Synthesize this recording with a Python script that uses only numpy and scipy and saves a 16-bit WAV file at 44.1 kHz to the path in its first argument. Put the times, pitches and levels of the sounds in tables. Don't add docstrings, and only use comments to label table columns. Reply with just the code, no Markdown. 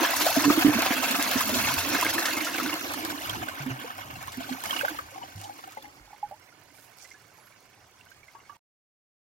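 import sys
import numpy as np
from scipy import signal
from scipy.io import wavfile
from scipy.ndimage import uniform_filter1d

SR = 44100
rng = np.random.default_rng(int(sys.argv[2]) if len(sys.argv) > 2 else 0)


def boost(x):
    u = np.asarray(x, float) / 20
    return 10 ** u


def bounce(signal):
    frames = np.transpose(np.atleast_2d(signal))
    limited = np.clip(frames, -1, 1)
    pcm = np.round(limited * 32767).astype(np.int16)
    wavfile.write(sys.argv[1], SR, pcm)


N = 410123


def evened(x):
    return x / np.sqrt(np.mean(x ** 2) + 1e-20)


def read(points, hz):
    f, value = np.transpose(points)
    return np.interp(np.log(hz + 1), np.log(f + 1), value)


def curves(rows, t):
    s, *columns = np.transpose(rows)
    return [np.interp(t, s, c) for c in columns]


def resonate(x, hz, width):
    turn = np.exp(2j * np.pi * np.cumsum(hz * np.ones(len(x))) / SR)
    r = np.exp(-np.pi * width / SR)
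    return 2 * (turn * signal.lfilter([1 - r], [1, -r], x / turn)).real


def rung(x, modes, lift_db):
    return sum(boost(db + lift_db) * signal.lfilter(*signal.iirpeak(hz, hz / width, SR), x)
               for hz, width, db in modes)


def lumps(seconds):
    width = max(int(seconds * SR), 1)
    return evened(uniform_filter1d(uniform_filter1d(rng.standard_normal(N), width), width))


def sides(x, pan_db):
    return np.array([x * boost(pan_db / 2), x * boost(-pan_db / 2)])


def paste(mix, s, pair):
    mix[:, round(s * SR):][:, :pair.shape[1]] += pair


# [start_s, splash_db]
FLOW = [(0.0, -27.5), (0.35, -31.5), (0.78, -28.5), (1.43, -31), (2.38, -32), (2.42, -34), (2.73, -35.5),
        (3.25, -39), (3.44, -38.5), (3.54, -40), (4.32, -46), (4.62, -41), (4.71, -37), (4.97, -43),
        (4.995, -49.5), (5.64, -51.5), (5.96, -56.5), (6.22, -59.5), (8.3, -60.5)]
# [start_s, spray_over_splash_db]
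RIM_JETS = [(0.0, -1.5), (0.3, 5.5), (0.8, -2.5), (1.43, 3.5), (2.3, 1), (3.3, -0.5), (3.45, -5),
            (4.05, -4), (4.3, 0.5), (5.0, 0)]
# [start_s, left_right_db]
CAMERA_TURN = [(0.0, -0.5), (4.0, -1.5), (5.6, -2), (6.2, -7.5), (6.96, -9.5), (7.9, -5.5), (8.3, -6)]


def flow(t):
    splash_db = curves(FLOW, t)[0]
    return splash_db, splash_db + curves(RIM_JETS, t)[0], curves(CAMERA_TURN, t)[0]


# [freq_hz, density_db_per_hz]
RUSH_COLOUR = [(24, -47.5), (40, -39), (180, -24), (276, -14), (433, -9.5), (697, -6), (1630, 0),
               (2000, -6.5), (2210, -5), (6490, -4.5), (8340, -14), (11800, -6.5), (16000, -10.5)]
# [freq_hz, density_db_per_hz]
TRICKLE_COLOUR = [(24, -39), (40, -6), (109, -9), (194, -9.5), (305, -5), (615, -10.5), (831, -10.5),
                  (2050, -12), (3740, -24.5), (5720, -19.5), (16000, -39)]
# [freq_hz, correlation]
PORT_LIKENESS = [(60, .9), (300, .95), (700, .97), (1400, .88), (3000, .6), (7000, .35), (15000, .3)]
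# [freq_hz, left_right_db]
PORT_TILT = [(60, 2.5), (150, -16), (380, -10.5), (950, 3), (2380, -12), (5980, -2), (15000, -8.5)]
# [start_s, lead_samples]
LEFT_LEAD = [(0, 2), (2.7, 2), (3.1, 16), (5.8, 16), (6.2, -2), (8.6, -1)]


def rush():
    frames, hz = N // 128 + 5, np.fft.rfftfreq(512, 1 / SR)
    frame_s = np.arange(frames) * 128 / SR
    water_s = frame_s - 256 / SR
    a, b, c, d, patches, wide = rng.standard_normal((frames, 257, 6)).T
    patches = evened(uniform_filter1d(uniform_filter1d(patches, 5, 0), 8, 1))
    wide = evened(uniform_filter1d(uniform_filter1d(wide, 90, 0), 4, 1))
    splash_db, spray_db, pan_db = flow(water_s)

    strong = np.clip((splash_db + 66.0) / 22, 0, 1)
    colour_db = strong * read(RUSH_COLOUR, hz)[:, None] + (1 - strong) * read(TRICKLE_COLOUR, hz)[:, None]
    power, high = boost(2 * colour_db), hz > 3500
    spray_share = np.clip((hz[:, None] - 3000) / 1200, 0, 1)
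    colour_db += (1 - spray_share) * (splash_db - 10 * np.log10(power[(hz > 450) & ~high].sum(0)))
    colour_db += spray_share * (spray_db - 10 * np.log10(power[high].sum(0)))

    wander = 2 * evened(uniform_filter1d(rng.standard_normal(frames), 60))
    lead = curves(LEFT_LEAD, frame_s)[0] + wander
    same = np.clip(read(PORT_LIKENESS, hz), -1, 1)[:, None]
    left = a + 1j * b
    right = same * left * np.exp(-2j * np.pi * hz[:, None] * lead / SR)
    right = right + np.sqrt(1 - same ** 2) * (c + 1j * d)
    pan_db = pan_db + read(PORT_TILT, hz)[:, None] + 7.0
    z = np.array([left * boost(pan_db / 2), right * boost(-pan_db / 2)])

    patch_db = (0.8153 + 0.56 * strong) * np.minimum(2.12 * patches + 1.14 * wide, 5.5)
    surge_db = (hz > 450)[:, None] * strong ** 2 * surges(water_s)
    z *= boost(colour_db + patch_db + surge_db)
    return signal.istft(z, nperseg=512, noverlap=384)[1][:, :N]


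def surges(t):
    surge_db, surge_s = 5.5, 0.007
    rows = BUBBLES + GURGLES + POPS + STRAYS + TICKS + LATE_TICKS + LONE_TICKS
    moments = np.array([row[0] for row in rows])
    near = np.exp(-.5 * ((t[:, None] - moments - surge_s / 2) / surge_s) ** 2)
    busy = np.tanh(near.sum(1))
    return surge_db * (busy - uniform_filter1d(busy, size=80))


def bubble(hz, t60, rise, glide, rounded=0):
    t = np.arange(int(t60 * SR)) / SR
    shape = (1 - np.exp(-t / rise)) ** 2 * boost(-60 * (t / t60) ** (1 + rounded))
    return shape / shape.max() * np.sin(2 * np.pi * hz * (t + glide * t ** 2 / t60))


def fizz():
    splash_db, spray_db, pan_db = flow(np.arange(N) / SR)
    per_s = 1500 * boost(np.minimum(3.5 * lumps(.010), 6.))
    size = boost(6.2 * np.minimum(rng.exponential(1, N), 2.2)) * (rng.random(N) < per_s / SR)
    kind = rng.integers(0, 40, N)
    out = np.zeros((2, 2, N))
    for k, hz in enumerate(np.geomspace(520, 14500, 40)):
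        grain = bubble(hz, 0.0064 + 26 / hz, 1.94 / hz, 0.1) * boost(read(RUSH_COLOUR, hz)) * hz ** 0.33
        at = np.flatnonzero(size * (kind == k))
        places = (at[:, None] + np.arange(len(grain))).ravel()
        patch = np.bincount(places, np.outer(size[at], grain).ravel(), N)
        patch = sides(patch[:N], rng.uniform(-12.0, 0.75))
        out[int(hz > 3500)] += patch[0], np.roll(patch[1], (2, 17)[k % 2])
    out = boost(splash_db - 1.5) * evened(out[0]) + boost(spray_db - 8.0) * evened(out[1])
    thin_db = np.clip(0.14 * (splash_db + 41.0), -5., 0)
    t = np.arange(0, N + 128, 128) / SR
    surge_db = np.interp(np.arange(N) / SR, t, surges(t))
    return sides(boost(thin_db + surge_db), pan_db) * out


# [freq_hz, width_hz, level_db]
BOWL_LOW = [(689, 37, -1), (1002, 42, -11.5), (1660, 89, -17), (2130, 110, -4), (2636, 95, -1),
            (4260, 190, -8.5), (6000, 250, -34)]
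# [freq_hz, width_hz, level_db]
BOWL_HIGH = [(740, 136, -8), (1000, 59, -12), (1520, 37, -12.5), (2210, 43, -3), (2850, 13, 0),
             (4440, 64, -11)]


def bowl(water):
    fill_s = 2.82
    risen = np.clip((np.arange(N) / SR - fill_s) / 0.26 + .5, 0, 1)
    ringing = (1 - risen) * rung(water, BOWL_LOW, 3.0) + risen * rung(water, BOWL_HIGH, 5.6)
    return boost(-2.5) * (water + ringing)


# [start_s, hum_over_flow_db, pitch_hz]
DRAWN_AIR = [(0.02, -12.5, 282), (0.33, -12, 285), (0.5, -2, 286), (1.11, -10, 261), (1.55, -1.5, 237),
             (1.8, -19.5, 288), (2.0, -6, 293), (3.28, -4, 286), (4.25, -12, 263), (4.7, -5.5, 259),
             (4.8, -13.5, 274), (4.94, -17, 300), (5.06, -6, 295), (6.22, -9.5, 296), (8.3, -37.5, 276)]


def hollow():
    t = np.arange(N) / SR
    drawn_db, hz = curves(DRAWN_AIR, t)
    noise = rng.standard_normal((3, N))
    hz = hz + 12 * lumps(0.029)
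    hum = resonate(noise[0] * boost(4.7 * lumps(0.055)), hz, 89)
    hum = evened(resonate(hum, hz, 90))
    rumble = noise[1] * boost(2.5 * lumps(.05))
    rumble = resonate(rumble, 102 + 12 * lumps(0.087), 36)
    rumble = evened(resonate(rumble, 100, 160))
    apart = 3. * resonate(noise[2], 70, 60) * np.array([[1], [-1]])
    return sides(hum * boost(flow(t)[0] + drawn_db), -8.5) + (sides(rumble, -1.0) + apart) * heaving(t)


# [centre_s, peak_db, spread_s]
HEAVES = [(0.62, -52.5, 0.3), (1.72, -44.5, 0.21), (3.0, -56, 0.43), (3.35, -40.5, 0.05),
          (4.22, -48.5, 0.11), (4.9, -58, 0.31)]


def heaving(t):
    swells = sum(boost(db) * np.exp(-.5 * ((t - s) / length) ** 2) for s, db, length in HEAVES)
    return boost(-68) + swells


def fluttered(ring, width):
    return ring * (1 + .3 * evened(uniform_filter1d(rng.standard_normal(len(ring)), size=width)))


# [start_s, peak_db, pitch_hz, t60_s]
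GULPS = [(0.368, -15.5, 271, 0.059), (0.446, -17.5, 284.7, 0.16), (0.467, -19, 284, 0.12),
         (0.502, -12, 300, 0.016), (0.574, -16, 300, 0.039), (0.644, -11, 283, 0.12),
         (0.674, -12.5, 288, 0.1), (0.749, -24.5, 230, 0.082), (0.785, -20, 296, 0.024),
         (0.905, -17.5, 268, 0.032), (1.184, -28.5, 280, 0.087), (1.355, -20, 257, 0.052),
         (1.943, -25.5, 293, 0.08), (2.052, -28, 306, 0.054), (2.152, -32, 333, 0.19),
         (2.368, -28.5, 297, 0.025), (2.548, -32, 300, 0.039), (2.581, -33, 298, 0.073),
         (2.727, -29.5, 307, 0.079), (3.029, -28.5, 313, 0.081), (3.656, -28, 258.6, 0.17),
         (4.37, -32, 255, 0.13), (4.504, -29.5, 255, 0.13), (4.905, -38, 310, .08)]


def gulps(out):
    for s, db, hz, t60 in GULPS:
        gulp = fluttered(bubble(hz, t60, 0.0045, 0.048, .5), int(SR / hz))
        paste(out, s, sides(gulp * boost(db), -5.5))


# [start_s, peak_db, pitch_hz, t60_s]
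BUMPS = [(1.49, -39.5, 93, 0.2), (1.769, -34.5, 87.5, 0.2), (3.599, -33, 140, 0.32),
         (3.702, -28.5, 128, 0.2), (5.35, -37.5, 100.5, 0.35), (5.361, -45, 168, .15),
         (6.0, -53, 47.3, 0.38), (6.26, -61, 50, 0.18)]


def bumps(out):
    for s, db, hz, t60 in BUMPS:
        paste(out, s, sides(bubble(hz, t60, 0.0047, .01) * boost(db), -2.5))


# [start_s, peak_db, pitch_hz]
BUBBLES = [(0.03, -22.5, 1020), (0.364, -24, 650), (0.443, -20, 1000), (0.501, -17, 1227),
           (0.735, -29, 2550), (0.825, -29, 690), (0.906, -32, 740), (0.925, -25, 2040), (1.039, -33, 717),
           (1.15, -23.5, 1277), (1.493, -28.5, 607), (2.025, -19, 1000), (2.182, -25, 1720),
           (2.226, -29.5, 1720), (2.6, -26, 1280), (2.729, -26, 2800)]
# [start_s, peak_db, pitch_hz]
GURGLES = [(2.991, -38, 689), (3.051, -38.5, 1660), (3.102, -49, 1170), (3.251, -36, 2850),
           (3.296, -30, 3190), (3.348, -32, 850), (3.425, -31.5, 720), (3.485, -29, 1500),
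           (3.702, -39, 2800), (3.815, -40, 1520), (3.845, -37, 486), (3.98, -39, 737), (4.01, -42, 1520),
           (4.103, -42, 2710), (4.212, -40, 760), (4.28, -32.5, 1052), (4.405, -36, 678),
           (4.492, -32.5, 785), (4.637, -42.5, 1000), (4.656, -39, 2150), (4.709, -27.5, 3100),
           (4.765, -26, 2864), (4.791, -28.5, 2820), (4.811, -29.5, 1534), (4.882, -26, 1520),
           (4.989, -52, 1217)]
# [pitch_hz, left_right_db]
PLACE_LOW = [(650, 8), (740, 11), (1000, -1), (1300, 6.5), (1750, 10), (2700, -6)]
# [pitch_hz, left_right_db]
PLACE_HIGH = [(520, 0), (780, 5), (1020, -20), (1230, 53), (1520, -14.5), (2200, -28), (2850, -13),
              (3250, -17)]
# [start_s, peak_db, pitch_hz, t60_s, left_right_db]
DRIPS = [(5.123, -46.5, 540, 0.05, -7), (5.147, -44.5, 1070, 0.081, -11), (5.158, -40, 774, 0.19, 11),
         (5.217, -37.5, 937, 0.07, 4), (5.234, -35.5, 760, 0.074, 2), (5.492, -35, 804, 0.12, 2),
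         (5.674, -40, 760, 0.058, 1), (5.772, -31, 834, 0.05, 4), (5.841, -47.5, 820, 0.15, 20),
         (6.13, -43.5, 820, 0.087, -5), (6.312, -36.5, 744, 0.019, -8), (6.425, -53, 2070, 0.037, -5),
         (7.001, -54, 2300, .03, -10), (7.049, -45.5, 1990, 0.039, -7), (7.112, -44, 2080, 0.046, -5),
         (8.012, -49, 2700, 0.014, -12), (8.117, -50, 1540, 0.024, -17), (8.232, -50, 2240, 0.036, -11.5),
         (8.282, -47, 2070, 0.034, -8), (8.349, -51.5, 1110, 0.18, 16), (8.495, -46.5, 1140, 0.14, -15)]
# [start_s, peak_db, pitch_hz, t60_s]
DROP_PARTIALS = [(1.945, -28, 1670, 0.035), (2.065, -18, 2130, 0.015), (2.37, -27, 2130, 0.096),
                 (4.73, -26, 1050, 0.023), (4.737, -29, 2850, 0.022), (4.845, -26, 796, 0.03),
                 (5.435, -38, 793, 0.24), (5.772, -42.5, 538, 0.087), (6.313, -42, 600, 0.1),
                 (7.141, -51.5, 1690, 0.12), (8.35, -44, 905, 0.058), (8.496, -51, 920, 0.087)]
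# [start_s, peak_db, pitch_hz]
POPS = [(0.05, -12, 1680), (0.134, -21, 740), (0.208, -16.5, 974), (0.524, -21, 650), (0.622, -15.5, 752),
        (0.786, -15.5, 651), (0.86, -16.5, 745), (0.968, -17.5, 1246), (1.081, -19, 1360),
        (1.317, -21.5, 730), (1.556, -21, 620), (1.576, -25, 980), (1.603, -22, 1420), (1.645, -12.5, 2610),
        (1.669, -17.5, 1760), (1.687, -17, 2530), (1.708, -16, 1000), (1.782, -18, 2550),
        (1.927, -23, 1720), (1.95, -13.5, 1620), (1.986, -19, 1660), (2.051, -14, 1590), (2.093, -23, 1650),
        (2.135, -31, 1190), (2.255, -18, 1750), (2.285, -17.5, 1770), (2.327, -22, 2070),
        (2.409, -20.5, 2260), (2.469, -17, 1370), (2.547, -20.5, 1520), (2.582, -17.5, 2230),
        (2.662, -18, 1494), (2.695, -19.5, 2180)]
# [start_s, peak_db, pitch_hz]
STRAYS = [(3.5862, -32, 2210), (3.7967, -36, 1570), (3.8706, -41, 1260), (3.904, -26, 1260),
          (4.1574, -31, 2700), (4.343, -32, 1780), (4.4057, -33.5, 3100), (4.4308, -33.5, 2520),
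          (4.5256, -26, 1690)]
# [start_s, peak_db, pitch_hz]
PATTER = [(4.584, -41, 791), (4.68, -37, 2950), (4.692, -39, 3000), (4.748, -33, 2250),
          (4.806, -28.5, 2500), (4.85, -19, 1500), (4.947, -35, 840), (4.988, -27, 1550),
          (5.146, -47, 2140), (5.178, -47, 2050), (5.18, -36, 760), (5.232, -43, 2940), (5.378, -44, 760),
          (5.413, -44, 754), (5.415, -43, 2820), (5.445, -42.5, 2980), (5.455, -40, 840),
          (5.592, -41, 1050), (5.638, -42, 770), (5.64, -35, 1350), (5.642, -49, 2850), (5.695, -48, 2390),
          (5.775, -44, 2030), (5.824, -46, 3400), (5.855, -40.5, 2050), (6.078, -52, 830),
          (6.106, -50, 785), (6.163, -51, 2130), (6.314, -63, 2020), (6.491, -54, 2050), (6.526, -51, 1390),
          (6.705, -57, 2030), (6.75, -53, 2300), (7.385, -53.5, 860), (7.471, -54, 1390),
          (7.525, -55, 2270), (7.712, -59, 1420), (7.74, -57, 2540), (8.069, -52.5, 1500),
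          (8.088, -54, 2970), (8.175, -55, 1195), (8.355, -54, 1600), (8.402, -57, 2800),
          (8.403, -55.5, 2070), (8.497, -51, 1650), (8.502, -56, 2860), (8.565, -53, 900)]


def drops():
    def ring_s(hz):
        return .013 + 30. / hz

    rows = [(s, db, hz, ring_s(hz), read(place, hz))
            for table, place in ((BUBBLES, PLACE_LOW), (GURGLES, PLACE_HIGH)) for s, db, hz in table]
    slapped, own = [], 0.23
    for row in rows + DRIPS:
        slap_db = (1 - own) * flow(row[0])[0] + own * row[1]
        slapped.append(row + (min(slap_db, row[1] - 1.5),))
    small = [(s, db + less_db, hz, 0.78 * ring_s(hz), flow(s)[2], db - 12.5)
             for table, less_db in ((POPS, -9.5), (STRAYS, -6.), (PATTER, 0)) for s, db, hz in table]
    return slapped + [row + (-3., row[1] - 20.) for row in DROP_PARTIALS] + small


def add(mix, s, pair):
    for port, late, sound in zip(mix, (0, curves(LEFT_LEAD, s)[0]), pair):
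        port[round(s * SR + late):][:len(sound)] += sound


SWELL_S = 0.00249
# [freq_hz, width_hz, level_db]
TRAP_AIR = [(510, 100, -2.5), (760, 33, -10), (920, 37, -13.5), (1170, 12, 7), (1680, 130, 0),
            (2130, 500, -6.5), (2800, 290, -10.5)]


def ringing_drops(out):
    wet, fade = np.zeros_like(out), np.arange(1200) / SR
    for s, db, hz, t60, pan_db, slap_db in drops():
        burst, detune = rng.standard_normal(1200), rng.uniform(-0.92, 1)
        ring = bubble(hz, 0.99 * t60, SWELL_S, 0.034, 0.13)
        ring += .27 * bubble(hz * (1 + .07 * detune), t60, .006, .06)[:len(ring)]
        ring = fluttered(ring, int(2 * SR / hz))
        add(out, s - SWELL_S, sides(ring * boost(db), pan_db))
        snap = resonate(burst[::-1] * boost(-60 * fade / .010), 2 * hz, 2 * hz)
        add(out, s - SWELL_S / 2, sides(snap * boost(db - 11.), pan_db))
        slap = burst * boost(slap_db - 60 * fade / 0.029) * np.minimum(fade / 0.00359, 1)
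        paste(wet, s, sides(slap, pan_db))
    out += rung(wet, TRAP_AIR, 16.6)
    out += .06 * wet


# [start_s, peak_db, start_hz, t60_s,
# climb_ratio]
CLIMBERS = [(0.266, -14.5, 550, 0.029, 0.53), (0.292, -24, 549, 0.073, 0.92), (4.7, -30, 1170, .07, 0.32),
            (4.834, -24, 516, .06, 0.28), (6.23, -23.5, 820, 0.063, 0.016), (6.321, -36.5, 740, .06, 0.24)]


def climbers(out):
    for s, db, hz, t60, climb in CLIMBERS:
        add(out, s - SWELL_S, sides(bubble(hz, t60, SWELL_S, climb, 0.7) * boost(db), flow(s)[2] + 3.4))


# [start_s, peak_db, centre_hz]
SPITS = [(1.038, -23, 4190), (1.109, -24.5, 6300), (1.225, -23.5, 6000), (1.407, -23.5, 11800),
         (2.137, -26, 12300), (2.2562, -18, 4700), (2.446, -25, 5100), (4.32, -35, 5470),
         (4.8963, -44, 4160), (5.412, -48, 7040), (5.44, -36, 4440), (5.72, -43, 5300)]


def spits(out):
    fade = np.arange(1200) / SR
    for s, db, hz in SPITS:
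        spit = rng.standard_normal(1200) * boost(db - 60 * fade / 0.067)
        spit = 1.04 * signal.lfilter(*signal.iirpeak(hz, 1.3, SR), spit)
        paste(out, s, sides(spit, -1.5))


def pockets():
    out = np.zeros((2, N + SR))
    for play in (gulps, bumps, ringing_drops, climbers, spits):
        play(out)
    echo = np.roll(out, 190, axis=1) * 0.15 + np.roll(out[::-1], 410, axis=1) * 0.16
    return (out + echo)[:, :N]


def crackle():
    decay_s, level_db = .0018, -8.5
    splash_db, spray_db, pan_db = flow(np.arange(N) / SR)
    hits = boost(2.0 * np.minimum(rng.exponential(1, N), 3)) * (rng.random(N) < 45 / SR)
    puff = signal.lfilter([1], [1, -np.exp(-1 / (decay_s * SR))], hits) * rng.standard_normal((2, N))
    return sides(boost(spray_db + level_db), pan_db) * evened(np.diff(puff, prepend=0))


# [start_s, peak_db]
TICKS = [(0.1585, -30), (0.2074, -22), (0.2473, -17.5), (0.2648, -7.5), (0.3506, -17), (0.3955, -23),
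         (0.4414, -18), (0.5935, -14), (0.611, -14), (0.7931, -12), (0.8215, -7.5), (0.8485, -17),
         (1.0355, -19), (1.1104, -9.5), (1.1977, -20.5), (1.2256, -6), (1.2735, -19.5), (1.3134, -9),
         (1.3374, -20), (1.3753, -20), (1.4072, -17), (1.5404, -24), (1.5539, -21), (1.5908, -21.5),
         (1.6397, -18), (1.6861, -22), (1.7823, -24), (1.9485, -20), (2.0118, -7), (2.0931, -26),
         (2.138, -19), (2.1934, -20), (2.2563, -24), (2.2897, -21), (2.3685, -16), (2.4498, -23),
         (2.6389, -20), (2.7407, -13), (2.9367, -15), (3.05, -13), (3.0974, -26), (3.6202, -32),
         (4.2273, -23), (4.3246, -36), (4.6384, -16), (4.6962, -23.5), (4.8983, -32), (5.4141, -24)]
# [start_s, peak_db]
LATE_TICKS = [(4.66, -19), (4.709, -21), (4.738, -24), (4.765, -32), (4.808, -27), (5.722, -38),
              (5.826, -33)]
# [start_s, peak_db]
LONE_TICKS = [(3.2191, -26), (3.296, -15), (3.3273, -34), (3.488, -26), (3.9804, -32), (4.2737, -23),
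              (5.0044, -38), (5.3597, -33), (5.5852, -41), (5.6255, -44), (7.0374, -42), (7.3791, -43),
              (7.4694, -47)]


def ticks():
    level_db, t60_s, lower_edge_hz = -3, 0.0053, 2500
    out, t = np.zeros((2, N)), np.arange(900) / SR
    for s, db in TICKS + LATE_TICKS + LONE_TICKS:
        crack = rng.standard_normal((2, 900)) * np.minimum(t / .0006, 1)
        add(out, s, (crack + 0.58 * crack[0]) * boost(db + level_db - 60 * t / t60_s))
    return signal.lfilter(*signal.butter(2, lower_edge_hz, "high", fs=SR), out)


# [start_s, level_db, length_s, centre_hz]
SWISHES = [(5.35, -54, .16, 6000), (6.717, -58.5, 0.19, 11000), (6.95, -56.5, .19, 6000),
           (6.987, -53.5, 0.082, 5800), (7.108, -57, 0.044, 5800)]


def swishes():
    out = np.zeros((2, N))
    for s, db, length, hz in SWISHES:
        count = int(length * SR)
        hiss = rng.standard_normal((2, count))
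        hiss = hiss * uniform_filter1d(rng.exponential(1, count) ** 3, 90)
        hiss = evened(signal.lfilter(*signal.iirpeak(hz, 0.49 + .05 / length ** 1.6, SR), hiss))
        hiss = hiss * signal.windows.tukey(count, .6)
        paste(out, s, sides(boost(db), -7.0)[:, None] * hiss)
    return out


# [start_s, pitch_hz, level_db]
SQUEAK = [(7.315, 10800, -88.5), (7.335, 11850, -77), (7.37, 11250, -71), (7.425, 11200, -71),
          (7.47, 11600, -68), (7.49, 10800, -72), (7.55, 10500, -80)]


def squeak():
    t = np.arange(N) / SR
    hz, db = curves(SQUEAK, t)
    on = uniform_filter1d(1. * (t > SQUEAK[0][0]) * (t < SQUEAK[-1][0]), 600)
    tone = np.sin(2 * np.pi * np.cumsum(hz) / SR)
    return sides(on * boost(db + 1.0 + 2. * lumps(0.008)) * tone, -20.0)


def scene():
    return bowl(rush() + fizz()) + hollow() + crackle() + pockets() + ticks() + swishes() + squeak()


def band_limit(x):
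    return signal.sosfilt(signal.butter(12, 16990, fs=SR, output="sos"), x)


# [freq_hz, share_of_cells]
TREBLE_GAPS = [(4000, .015), (7300, .01), (8300, .16), (10300, .08), (11500, .01), (13600, .05)]


def record(dry):
    cut_s = 8.569
    late = np.arange(N) / SR - cut_s
    smear = boost(-13.5 - 310 * late.clip(0)) * (late < .024)
    hz, t, z = signal.stft(dry * np.where(late < 0, 1, smear), SR, nperseg=1024, noverlap=768)
    cells = rng.random((len(t) // 5 + 1, len(hz) // 8 + 1)).repeat(5, 0).repeat(8, 1)
    cells = cells[:len(t), :len(hz)].T
    moved = hz[:, None] - 2000 * (t > 6.2) * (hz[:, None] < 12500)
    missing = cells < read(TREBLE_GAPS, moved.clip(0)) * (hz[:, None] > 3500)
    z *= np.where(missing, .03, 1) * (hz < 16000)[:, None]
    heard = signal.istft(z, SR, nperseg=1024, noverlap=768)[1][:, :N] * (late < .024)
    return band_limit(heard)


dry = scene()
out = record(dry)
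bounce(out)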